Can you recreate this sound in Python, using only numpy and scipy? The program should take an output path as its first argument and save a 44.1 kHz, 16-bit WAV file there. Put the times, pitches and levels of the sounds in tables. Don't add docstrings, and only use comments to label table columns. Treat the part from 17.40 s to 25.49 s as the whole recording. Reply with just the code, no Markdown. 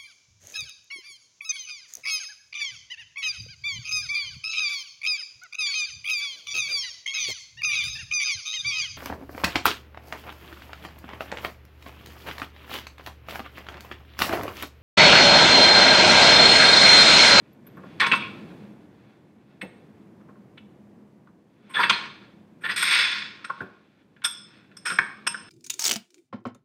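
import sys
import numpy as np
from scipy import signal
from scipy.fft import rfft, irfft
from scipy.io import wavfile
from scipy.ndimage import uniform_filter1d

SR = 44100
rng = np.random.default_rng(int(sys.argv[2]) if len(sys.argv) > 2 else 0)


def store_wav(level_fs):
    pcm = np.round(np.clip(np.atleast_2d(level_fs), -1, 1) * 32767)
    wavfile.write(sys.argv[1], SR, pcm.T.astype(np.int16))


N = 356901
TIME_S = np.arange(N) / SR
FREQ_HZ = np.fft.rfftfreq(8192, 1 / SR)
TOP_HZ = 15600

# time_s, level_db
RUMBLE_LEVEL = [(0.0, -55), (0.11, -53), (0.79, -41.5), (1.13, -43.5), (1.53, -52), (2.05, -56),
                (2.37, -51), (3.54, -52.5), (4.03, -57.5), (4.35, -55.5), (4.5, -51), (5.14, -54),
                (5.38, -51), (6.24, -57), (6.42, -61.5), (8.09, -53.5)]
# freq_hz, density_db
RUMBLE_COLOUR = [(18, -71.5), (30, -39), (113, -6.5), (200, -1.5), (260, -6), (337, -5.5), (374, -10),
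                 (511, -15), (680, -19), (1000, -23), (1170, -26), (1370, -29.5), (1920, -30.5),
                 (3680, -43.5), (15000, -54)]
HUM_HZ = 209
# freq_hz, t60_s
ROOM_T60 = [(150, 0.22), (500, 0.93), (1500, 0.44), (4000, .58), (8000, 0.45), (14000, 0.1)]

# freq_hz, gain_db
BODY_COLOUR = [(35, -60), (110, -24.5), (200, -19.5), (480, -12.5), (720, -16.5), (980, -6.5), (1700, -1),
               (2700, -3), (4000, -4.5), (5100, -11.5), (6600, -21.5), (8200, -24), (10500, -43),
               (15500, -48)]
# freq_hz, width_hz, boost_db
BODY_MODES = [(497, 52, 1.8), (947, 14, 9.9), (1070, 48, 6.4), (1427, 74, 9.2), (1600, 110, 2.9),
              (1735, 25, 6.2), (1856, 33, 4), (2244, 95, 6.6), (2476, 55, 6.9), (2650, 26, 10),
              (3454, 140, 7.4), (3820, 10, 2.1), (4060, 46, 1.7), (4650, 120, 3), (6270, 190, 8.3)]
# freq_hz, level_db, free_t60_s
BAR_MODES = [(1410, 2, 0.18), (3430, 2.5, 0.39), (3860, -18, 0.34), (5164, -5, 0.42), (5235, 4, 0.55),
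             (5400, -5.5, .3), (5620, -2.5, 0.19), (6650, -14.5, .3), (8505, 5.5, 0.22), (8550, -1, 0.28),
             (9400, -7, 0.32), (10900, -20.5, .18), (12500, -7, .2)]
# freq_hz, level_db, t60_s
PIPE_MODES = [(2300, 0.5, .04), (2458, -1.5, .04), (2568, 1, 0.044), (2750, -2.5, .03), (3330, -4, 0.068),
              (3593, -7, .04), (4285, -20.5, .056)]
# freq_hz, gain_db
BENCH_COLOUR = [(30, -47.5), (70, -23.5), (120, -12.5), (178, -3.5), (250, -12.5), (480, -13), (750, -22.5),
                (3000, -60)]
# freq_hz, gain_db
SCRAPE_COLOUR = [(100, -30.5), (250, -18), (500, -19), (720, -18), (980, -6), (1500, 0.5), (1950, 6.5),
                 (3100, -1), (3600, 4), (4200, -1.5), (5250, -3.5), (5750, -18), (7000, -21), (8300, -30),
                 (10000, -41.5), (15000, -67)]

# peak_s, level_db, swell_or_fade_s (per 20 dB)
GRINDS = [(0.0, -65, .5), (0.851, -48, 0.51), (1.67, -63, 0.44), (2.3, -70, 1.2), (4.6, -39, 0.25),
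          (5.949, -49.5, 0.57), (7.15, -59.5, .5), (8.05, -55.5, 1.17)]
# start_s, level_db
THUDS = [(0.612, -43), (0.661, -35), (0.718, -30.5), (2.222, -34), (4.431, -38), (4.505, -36), (6.203, -35),
         (7.512, -39.5), (7.587, -38)]
THUD_RISE_S, THUD_FALL_S = 0.011, 0.023
# start_s, level_db
BUMPS = [(0.368, -44.5), (0.433, -46.5), (2.802, -59), (2.885, -53), (2.954, -59)]
BUMP_FALL_S, BUMP_THUD_DB = 0.02, 4
# start_s, level_db
TAPS = [(0.266, -53.5), (6.762, -53), (6.817, -43.5), (7.180, -66), (7.239, -58.5), (7.312, -53)]
TAP_FALL_S = 0.011
# start_s, level_db
SQUEAKS = [(0.125, -65), (0.264, -49), (0.363, -65)]
SQUEAK_HZ, SQUEAK_RISE_S, SQUEAK_FALL_S = 12250, 0.0087, 0.0061
# start_s, level_db, length_s
PIPE_BUZZ = [(0.766, -34, 0.11), (4.52, -44, 0.075)]
# start_s, level_db, rise_s, fall_s, clunk_hz, contact_edge_hz
KNOCKS = [ (3.871, -51, 0.0032, .008, 1140, 1420), (6.093, -22.5, 0.011, .007, 1217, 1376),
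          (6.203, -28, 0.0043, 0.013, 1480, 1720), (7.516, -27.5, .006, 0.0062, 1396, 2614),
          (7.586, -10, 0.0019, 0.0028, 2270, 2600), (7.588, -7.5, 0.001, 0.0048, 1496, 1910),
          (7.943, -24.5, 0.0016, 0.0065, 1510, 1720), ]
KNOCK_TICK_DB = -22.5
# start_s, level_db, rise_s, fall_s, bar_ring_db, ring_centre_hz
DROPS = [ (5.422, -17.5, 0.0071, 0.0085, -22.5, 9100), (6.042, -30, .005, 0.009, -43.5, 6500),
         (6.837, -24, 0.017, 0.0091, -21.5, 9000), (6.841, -31, 0.0089, 0.0054, -17, 3000),
         (7.366, -48, 0.0043, 0.0067, -38.5, 6540), (7.450, -26, 0.012, 0.054, -30, 7000),
         (7.496, -24, 0.0066, 0.017, -43, 8000), (7.865, -17.5, 0.011, 0.0021, -18.5, 7000), ]
DROP_CLUNK_HZ, DROP_EDGE_HZ, DROP_TICK_DB = 1390, 3300, -9

SLIDE_START_S, SLIDE_FASTEST_S, SLIDE_STOP_S = 5.361, 5.54, 6.055
SLIDE_DB, SLIDE_FIRST_SPEED, SLIDE_SPEED_POWER = -18.5, 0.57, 2.37
SLIDE_RING_DB, SLIDE_RING_SAG_DB_PER_S = -5, 59.5
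SLIDE_HISS_DB, SLIDE_HISS_SAG_DB_PER_S = -16, 121
SLIDE_SING_DB = -17.5

# start_s, level_db, fall_s, clunk_hz, contact_edge_hz, bar_ring_db
JUDDERS = [ (4.29, -47.5, 0.077, 970, 3020, -55.5), (4.335, -26.5, 0.081, 3450, 3800, -50.5),
           (4.352, -21.5, 0.052, 1760, 1700, -51.5), (4.382, -16.5, 0.023, 990, 1700, -44.5),
           (4.392, -29, 0.046, 4700, 5400, -48), (4.515, -25, .04, 4200, 4630, -61),
           (5.207, -47.5, 0.084, 1510, 3000, -57), (5.234, -24, 0.03, 1810, 3600, -49.5),
           (5.282, -22, 0.011, 1910, 3580, -46), (5.299, -27, 0.018, 5000, 5230, -47.5), ]
JUDDER_RISE_S, JUDDER_RING_HZ = 0.017, 10980
JUDDER_TICK_DB, JUDDER_THUD_DB = -23, -24.5
# start_s, level_db, fall_s, clunk_hz, tick_db (treble floor), bar_ring_db
CLANKS = [ (0.598, -16, 0.0093, 4190, 0.5, -39.5), (0.607, -12.5, 0.0054, 1970, -18, -43),
          (0.614, -15.5, .033, 1030, -16, -54), (0.662, -19.5, 0.0082, 1070, 7, -42.5),
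          (0.714, -9.5, 0.0068, 2560, -18, -43), (0.729, -12.5, 0.007, 1030, -26, -71),
          (0.747, -27.5, 0.014, 1400, 19, -45), (2.211, -29.5, 0.0083, 2160, -30, -47),
          (3.173, -43, 0.0074, 2960, -22, -74), (4.429, -14, 0.014, 1732, -22, -44.5),
          (4.493, -9.5, 0.0075, 3110, 7, -37), (4.501, -15, .006, 1050, -35, -51), ]
CLANK_RISE_S, CLANK_EDGE_HZ, CLANK_RING_HZ = 0.0063, 3500, 10500


def undb(db):
    return 10 ** (np.asarray(db) / 20)


def unit(x):
    return x / np.sqrt(np.mean(x ** 2))


def curve(rows, column=1):
    rows = np.array(rows)
    return np.interp(TIME_S, rows[:, 0], rows[:, column])


def across(points, hz):
    table_hz, value = np.transpose(points)
    return np.interp(np.log(np.maximum(hz, 1)), np.log(table_hz), value)


def shape(x, gain_db):
    cepstrum = irfft(gain_db * np.log(10) / 20)
    half = len(cepstrum) // 2
    cepstrum[1:half] *= 2
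    cepstrum[half + 1:] = 0
    impulse = irfft(np.exp(rfft(cepstrum)))
    return signal.fftconvolve(x, impulse)[:len(x)]


def bump(hz, width_hz):
    return 1 / (1 + (2 * (FREQ_HZ - hz) / width_hz) ** 2)


def fade(t, t60_s):
    return np.exp(-np.log(1000) * t / t60_s)


def walk(rate_hz):
    hold = max(int(SR / rate_hz), 1)
    steps = np.repeat(rng.standard_normal(N // hold + 1), hold)
    return unit(uniform_filter1d(steps, hold)[:N])


def add(track, start_s, sound):
    i = int(start_s * SR)
    track[i:i + len(sound)] += sound[:N - i]


def carry(x, push):
    return x * np.sqrt(np.sum(push ** 2) / np.sum(x ** 2))


def contacts(count, rate_hz):
    return rng.standard_normal(count) * (rng.random(count) < rate_hz / SR)


def blow(rise_s, fall_s, swell=0.99):
    t = TIME_S[:SR // 2]
    return np.minimum(t / rise_s, 1) ** swell * np.exp(-np.maximum(t - rise_s, 0) / fall_s)


def rattle(push, hz, t60_s):
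    t = TIME_S[:SR // 12]
    near = signal.butter(1, [.85 * hz, 1.15 * hz], "bandpass", fs=SR, output="sos")
    force = signal.sosfilt(near, push * rng.standard_normal(len(push)))
    impulse = np.sin(2 * np.pi * hz * t) * fade(t, t60_s)
    return carry(signal.fftconvolve(force, impulse)[:len(push)], push)


def sing(push, hz, t60_s, waver=0.0027, waver_rate_hz=150):
    t = TIME_S[:len(push)]
    stored_energy = signal.lfilter([1], [1, -fade(1 / SR, t60_s) ** 2], push ** 2)
    drift = np.interp(t * waver_rate_hz, np.arange(4096), rng.standard_normal(4096))
    cycles = rng.random() + hz * np.cumsum(1 + waver * drift) / SR
    return carry(np.sqrt(stored_energy) * np.sin(2 * np.pi * cycles), push)


def body_modes_db():
    return sum(boost_db * bump(hz, width_hz) for hz, width_hz, boost_db in BODY_MODES)


def body_db():
    return across(BODY_COLOUR, FREQ_HZ) + body_modes_db()


def clank(push, clunk_hz, edge_hz, tick_db, clunk_db=10, clunk_width_hz=420, chatter_rate_hz=7000):
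    contact_power = 1 / (1 + (FREQ_HZ / edge_hz) ** 8)
    treble_db = 10 * np.log10(contact_power + undb(tick_db) ** 2)
    colour_db = body_db() + clunk_db * bump(clunk_hz, clunk_width_hz) + treble_db
    return carry(shape(push * contacts(len(push), chatter_rate_hz), colour_db), push)


def bar(push, centre_hz, held_t60_s=0.037, free_db=-9, focus_db=14, off_centre_db=16):
    out = 0
    for hz, level_db, free_t60_s in BAR_MODES:
        loss_db = min(focus_db * np.log2(hz / centre_hz) ** 2, off_centre_db)
        held = rattle(push, hz, held_t60_s)
        free = undb(free_db) * sing(push, hz, free_t60_s)
        out = out + undb(level_db - loss_db) * (held + free)
    return carry(out, push)


def thud():
    sway = blow(THUD_RISE_S, THUD_FALL_S)
    noise = sway * rng.standard_normal(len(sway))
    return carry(shape(noise, across(BENCH_COLOUR, FREQ_HZ)), sway)


def workshop(hum_db=-7, hum_width_hz=12, hiss_db=-82, hiss_width_hz=12000):
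    rumble = unit(shape(rng.standard_normal(N), across(RUMBLE_COLOUR, FREQ_HZ)))
    hum = unit(shape(rng.standard_normal(N), 20 * np.log10(bump(HUM_HZ, hum_width_hz))))
    hiss = unit(shape(rng.standard_normal(N), 20 * np.log10(bump(0, hiss_width_hz))))
    low = (rumble + undb(hum_db) * hum) * undb(curve(RUMBLE_LEVEL))
    return low + undb(hiss_db) * hiss


def room(x, wet_db=-9, first_echo_s=0.0014, build_s=0.0039):
    t = TIME_S[:SR]
    noise, hz = rfft(rng.standard_normal(SR)), np.arange(SR // 2 + 1)
    edges_hz = np.append(0, np.geomspace(125, SR / 2, 12))
    tail = np.zeros(SR)
    for lo, hi in zip(edges_hz, edges_hz[1:]):
        band = irfft(noise * (hz >= lo) * (hz < hi), SR)
        tail += band * fade(t, across(ROOM_T60, (lo + hi) / 2))
    tail = tail * np.clip((t - first_echo_s) / build_s, 0, 1)
    tail = tail / np.sqrt(np.sum(fade(t, 0.63) ** 2))
    return x + undb(wet_db) * signal.fftconvolve(x, tail)[:N]


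def grinding(edge_hz=2400, catch_db=2, catch_rate_hz=22, grain_rate_hz=6000):
    swells = [undb(db - 20 * np.abs(TIME_S - peak_s) / length_s) for peak_s, db, length_s in GRINDS]
    level = np.max(swells, axis=0)
    grains = contacts(N, grain_rate_hz) * undb(catch_db * walk(catch_rate_hz))
    dull_db = -10 * np.log10(1 + (FREQ_HZ / edge_hz) ** 2)
    return unit(shape(grains, body_db() + dull_db)) * level


def bench():
    out = np.zeros(N)
    for start_s, level_db in THUDS:
        add(out, start_s, undb(level_db) * thud())
    return out


def handling(rise_s=0.0035):
    out = np.zeros(N)
    for start_s, level_db in BUMPS:
        body = clank(blow(rise_s, BUMP_FALL_S), clunk_hz=1160, edge_hz=1500, tick_db=-30)
        add(out, start_s, undb(level_db) * (body + undb(BUMP_THUD_DB) * thud()))
    for start_s, level_db in TAPS:
        tap = clank(blow(rise_s, TAP_FALL_S), clunk_hz=1500, edge_hz=3200, tick_db=-11.5)
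        add(out, start_s, undb(level_db) * tap)
    for start_s, level_db in SQUEAKS:
        squeak = rattle(blow(SQUEAK_RISE_S, SQUEAK_FALL_S), SQUEAK_HZ, t60_s=0.008)
        add(out, start_s, undb(level_db) * squeak)
    return out


def pipe():
    out, t = np.zeros(N), TIME_S[:SR // 2]
    for start_s, level_db, length_s in PIPE_BUZZ:
        push = np.sin(np.pi * np.minimum(t / length_s, 1))
        buzz = sum(undb(mode_db) * rattle(push, hz, t60_s) for hz, mode_db, t60_s in PIPE_MODES)
        add(out, start_s, undb(level_db) * carry(buzz, push))
    return out


def backlash():
    out = np.zeros(N)
    for start_s, level_db, rise_s, fall_s, clunk_hz, edge_hz in KNOCKS:
        knock = clank(blow(rise_s, fall_s), clunk_hz, edge_hz, KNOCK_TICK_DB, clunk_db=13.5)
        add(out, start_s, undb(level_db) * knock)
    return out


def handle():
    out = np.zeros(N)
    for start_s, level_db, rise_s, fall_s, ring_db, ring_hz in DROPS:
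        push = blow(rise_s, fall_s)
        clunk = undb(level_db) * clank(push, DROP_CLUNK_HZ, DROP_EDGE_HZ, DROP_TICK_DB)
        add(out, start_s, clunk + undb(ring_db) * bar(push, ring_hz))
    return out


def slide(catch_rate_hz=70, catch_db=0.9, grain_rate_hz=8000, ring_hz=9000, sing_hz=3600,
          hiss_hz=8500, hiss_width_hz=7000):
    out, t = np.zeros(N), TIME_S[:SR]
    times_s = [SLIDE_START_S, SLIDE_FASTEST_S, SLIDE_STOP_S]
    speed = np.interp(SLIDE_START_S + t, times_s, [SLIDE_FIRST_SPEED, 1, 0])
    catch = catch_db * walk(catch_rate_hz)[:len(t)]
    friction = speed ** SLIDE_SPEED_POWER * undb(SLIDE_DB + catch)

    scrape_db = across(SCRAPE_COLOUR, FREQ_HZ) + body_modes_db()
    scrape = unit(shape(contacts(len(t), grain_rate_hz), scrape_db))
    hiss_colour_db = 20 * np.log10(bump(hiss_hz, hiss_width_hz))
    hiss = unit(shape(contacts(len(t), grain_rate_hz), hiss_colour_db))
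    hiss = hiss * undb(SLIDE_HISS_DB - SLIDE_HISS_SAG_DB_PER_S * t)

    ring = bar(friction * undb(SLIDE_RING_DB - SLIDE_RING_SAG_DB_PER_S * t), ring_hz)
    song = undb(SLIDE_SING_DB) * bar(friction, sing_hz, off_centre_db=32)
    add(out, SLIDE_START_S, (scrape + hiss) * friction + ring + song)
    return out


def judders():
    out = np.zeros(N)
    for start_s, level_db, fall_s, clunk_hz, edge_hz, ring_db in JUDDERS:
        push = blow(JUDDER_RISE_S, fall_s)
        body = clank(push, clunk_hz, edge_hz, JUDDER_TICK_DB, clunk_db=13, clunk_width_hz=300)
        body = body + undb(JUDDER_THUD_DB) * thud()
        add(out, start_s, undb(level_db) * body + undb(ring_db) * bar(push, JUDDER_RING_HZ))
    return out


def jaws():
    out = np.zeros(N)
    for start_s, level_db, fall_s, clunk_hz, tick_db, ring_db in CLANKS:
        push = blow(CLANK_RISE_S, fall_s)
        body = undb(level_db) * clank(push, clunk_hz, CLANK_EDGE_HZ, tick_db)
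        add(out, start_s, body + undb(ring_db) * bar(push, CLANK_RING_HZ))
    return out


def scene():
    vise = grinding() + bench() + handling() + pipe() + backlash() + handle() + slide() + judders() + jaws()
    return (room(vise) + workshop())[None]


def record(dry, low_cut_hz=46):
    rounded = np.tanh(dry)
    bass_cut = signal.butter(2, low_cut_hz, "highpass", fs=SR, output="sos")
    top_cut = signal.ellip(10, .2, 70, TOP_HZ, fs=SR, output="sos")
    return signal.sosfilt(top_cut, signal.sosfilt(bass_cut, rounded))


dry = scene()
out = record(dry)
store_wav(out)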